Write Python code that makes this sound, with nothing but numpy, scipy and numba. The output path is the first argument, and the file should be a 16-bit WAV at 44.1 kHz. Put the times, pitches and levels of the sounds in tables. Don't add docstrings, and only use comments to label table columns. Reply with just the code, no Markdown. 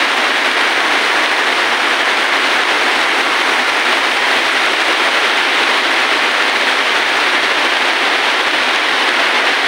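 import sys
import numpy as np
from scipy import signal
from scipy.fft import rfft, irfft
from scipy.io import wavfile
from scipy.ndimage import uniform_filter1d, minimum_filter1d
from numba import njit

SR = 44100
rng = np.random.default_rng(int(sys.argv[2]) if len(sys.argv) > 2 else 0)


def wav_out(sig):
    wavfile.write(sys.argv[1], SR, np.round(np.clip(np.atleast_2d(sig).T, -1, 1) * 32767).astype(np.int16))


N = 426447
TIME_S = np.arange(N) / SR

# frequency in Hz, relative density in dB.
TAP_SPECTRUM = [(170, -42.5), (300, -11.5), (900, -2.5), (2000, -1), (3700, -1), (5000, -17), (9000, -26),
                (15600, -49)]


def gain_of(db):
    return 10 ** (np.asarray(db) / 20)


def unit_rms(x):
    return x / np.sqrt(np.mean(x ** 2) + 1e-20)


def lookup(table, hz):
    table_hz, values = np.transpose(table)
    return np.interp(np.log(hz + 1), np.log(table_hz + 1), values)


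def coloured(x, spectrum, size=8192):
    log_gain = np.log(gain_of(lookup(spectrum, abs(np.fft.fftfreq(size, 1 / SR)))))
    transfer = np.exp(np.conj(signal.hilbert(log_gain)))
    response = np.fft.ifft(transfer).real[:size // 2]
    return signal.oaconvolve(x, response / np.linalg.norm(response))[:N]


def wander(slow_hz, fast_hz):
    hz = np.fft.rfftfreq(N, 1 / SR)
    shape = hz / (hz + slow_hz) / np.sqrt(1 + (hz / fast_hz) ** 4)
    return unit_rms(irfft(rfft(rng.standard_normal(N)) * shape, N))


def drops(per_s, spread_db):
    onsets = np.flatnonzero(rng.random(N) < per_s / SR)
    rank, coin = rng.random((2, N))[:, onsets]
    level_db = -spread_db * np.log(rank + np.exp(-4))
    hits = np.zeros(N)
    hits[onsets] = np.sign(coin - .5) * gain_of(level_db)
    return hits


def roof_boom():
    # frequency in Hz, relative density in dB.
    boom_spectrum = [(20, -20), (52, -19.5), (70, -12), (86, 0.5), (114, 4.5), (134, 1), (160, -23),
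                     (230, -24.5)]
    return unit_rms(coloured(rng.standard_normal(N), boom_spectrum))


def spatter(per_s, spread_db, hiss_db, burst_s, size=512):
    # frequency in Hz, relative density in dB.
    fizz_spectrum = [(1500, -28), (4000, 1.5), (6500, 3.5), (10000, -3), (15600, -13.5)]
    t = np.arange(size) / SR
    spray = signal.oaconvolve(drops(per_s, spread_db) ** 2, np.exp(-t / burst_s))[:N]
    power = abs(spray) / spray.mean() + gain_of(hiss_db) ** 2
    return unit_rms(coloured(np.sqrt(power) * rng.standard_normal(N), fizz_spectrum))


def loose_sheet(per_s, spread_db, size=6000):
    # frequency in Hz, relative level in dB, T60 in seconds.
    modes = [(1115, -5, 0.14), (1382, -3.5, 0.093), (1771, -3.5, 0.11), (1946, -3.5, 0.066),
             (2076, -2.5, 0.18), (2200, -4, 0.051), (2854, -7.5, 0.07)]
    t = np.arange(size) / SR
    hits = drops(per_s, spread_db)
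    pings = np.zeros(N)
    for hz, db, t60_s in modes:
        ring = gain_of(db - 60 * t / t60_s) * np.sin(2 * np.pi * hz * t)
        coupling = np.cos(2 * np.pi * rng.random(N))
        pings += signal.oaconvolve(hits * coupling, ring)[:N]
    return unit_rms(pings)


def near_sheet(per_s, spread_db):
    return unit_rms(coloured(drops(per_s, spread_db), TAP_SPECTRUM))


def rain_peaks(decay_s, size=1024):
    # start in seconds, relative peak level in dB.
    peak_levels = [(0.117, -2.9), (0.313, -6), (0.515, -0.5), (0.61, -7), (0.805, -2.9), (1.26, -3.3),
                   (1.367, -1.8), (1.57, -5), (1.747, -3.7), (2.635, -5), (3.799, -3.0), (4.174, -1),
                   (4.314, -3.5), (5.362, -6), (5.634, -5), (5.743, -3.6), (6.424, -2.8), (6.497, -1),
                   (6.611, -3.3), (6.895, -6), (7.769, -1.5), (8.482, 2), (8.634, -2.7), (8.76, -2.9),
                   (9.091, -3.2), (9.494, -3.6)]
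    t = np.arange(size) / SR
    peaks = np.zeros(N + size)
    for start_s, db in peak_levels:
        burst = rng.standard_normal(size) * np.exp(-t / decay_s)
        peak = coloured(burst, TAP_SPECTRUM)[:size]
        peaks[round(start_s * SR):][:size] += gain_of(db) * peak / abs(peak).max()
    return peaks[:N]


def patch_rings(count, size=4096):
    # frequency in Hz, T60 in seconds.
    ring_times = [(250, 0.099), (1500, 0.066), (4000, 0.044), (9000, 0.025)]
    hz, t, noise = signal.stft(rng.standard_normal((count, size)), SR, nperseg=128)
    decay = gain_of(-60 * t / lookup(ring_times, hz)[:, None])
    rings = signal.istft(noise * decay, SR, nperseg=128)[1]
    spectra = rfft(rings, 2 * size)
    mean_power = np.mean(abs(spectra) ** 2, axis=0)
    return irfft(spectra / np.sqrt(mean_power))[:, :size]


def roof_roar(per_s, spread_db, far_db, patches=24):
    # frequency in Hz, relative density in dB.
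    sheet_spectrum = [(140, -54.5), (175, -30.5), (250, -7), (350, -3.5), (540, -5), (760, -1.5),
                      (1260, -2.5), (1680, 0.23), (2150, -1.3), (2640, -4.5), (3200, -6), (4200, -11.5),
                      (5500, -20), (15600, -45.5)]
    overhead = np.zeros(N)
    for ring in patch_rings(patches):
        overhead += signal.oaconvolve(drops(per_s / patches, spread_db), ring)[:N]
    wash = gain_of(far_db) * rng.standard_normal(N)
    return unit_rms(coloured(unit_rms(overhead) + wash, sheet_spectrum))


def microphone_turn(x, clatter_db, band_hz):
    bandpass = signal.butter(2, band_hz, "bandpass", fs=SR, output="sos")
    return x + (gain_of(clatter_db) - 1) * signal.sosfiltfilt(bandpass, x)


def scene():
    # time in seconds, clatter gain in dB, spatter gain in dB.
    facing = [(0.0, 0, 1.5), (1.2, -1, 1.5), (2.4, -1, 0.5), (3.4, -1.1, 2), (4.6, 0.4, 3), (5.6, 0.5, 1),
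              (6.8, 0.2, 1), (8.2, 0.5, -0.3), (9.67, 0, -0.5)]
    times_s, *curves_db = np.transpose(facing)
    clatter_db, spatter_db = [np.interp(TIME_S, times_s, curve) for curve in curves_db]
    sheets = gain_of(-14.0) * roof_roar(per_s=3200, spread_db=2.5, far_db=-3)
    sheets += gain_of(-24.0) * near_sheet(per_s=1100, spread_db=1.5)
    sheets += gain_of(-28.0) * loose_sheet(per_s=160, spread_db=3.5)
    sheets = microphone_turn(sheets, clatter_db, band_hz=(2280, 4800))
    fizz = gain_of(-35.5) * spatter(per_s=820, spread_db=-1.5, hiss_db=1, burst_s=.0018)
    fizz *= gain_of(spatter_db + .35 * wander(slow_hz=2, fast_hz=12))
    boom = gain_of(-53.5) * roof_boom()
    return (sheets + fizz + boom + rain_peaks(decay_s=0.0012))[None]


@njit
def held_gain(allowed, hold_samples, recovery):
    gains = np.empty(len(allowed))
    gain, wait = allowed[:500].min(), hold_samples
    for i in range(len(allowed)):
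        wait -= 1
        if wait < 0:
            gain += (1 - gain) * recovery
        if allowed[i] < gain:
            gain, wait = allowed[i], hold_samples
        gains[i] = gain
    return gains


def limiter(x, ceiling_db, hold_floor_db, attack_s, hold_s, release_s):
    allowed = np.minimum(gain_of(ceiling_db) / (abs(x[0]) + 1e-9), 1)
    recovery = 1 - np.exp(-1 / (release_s * SR))
    duck = held_gain(np.maximum(allowed, gain_of(hold_floor_db)), hold_s * SR, recovery)
    attack_samples = round(attack_s * SR)
    gain = minimum_filter1d(np.minimum(duck, allowed), attack_samples)
    return x * uniform_filter1d(gain, attack_samples)


def record(dry):
    # frequency in Hz, gain in dB.
    port_response = [(4300, 0), (4900, -0.5), (5700, 0), (7400, -5), (8800, 1), (10000, -0.5),
                     (11000, -3.5), (12300, -6.5), (13200, -8.5), (15600, 4.5)]
    port_gain = gain_of(lookup(port_response, np.fft.rfftfreq(N, 1 / SR)))
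    driven = gain_of(1.19) * irfft(rfft(dry) * port_gain, N)
    limited = limiter(driven, ceiling_db=-3.0, hold_floor_db=-2.5,
                      attack_s=0.0021, hold_s=0.047, release_s=0.0043)
    lowpass = signal.firwin(1023, cutoff=15760, window=("kaiser", 9), fs=SR)
    return signal.oaconvolve(limited, lowpass[None], "same")


dry = scene()
out = record(dry)
wav_out(out)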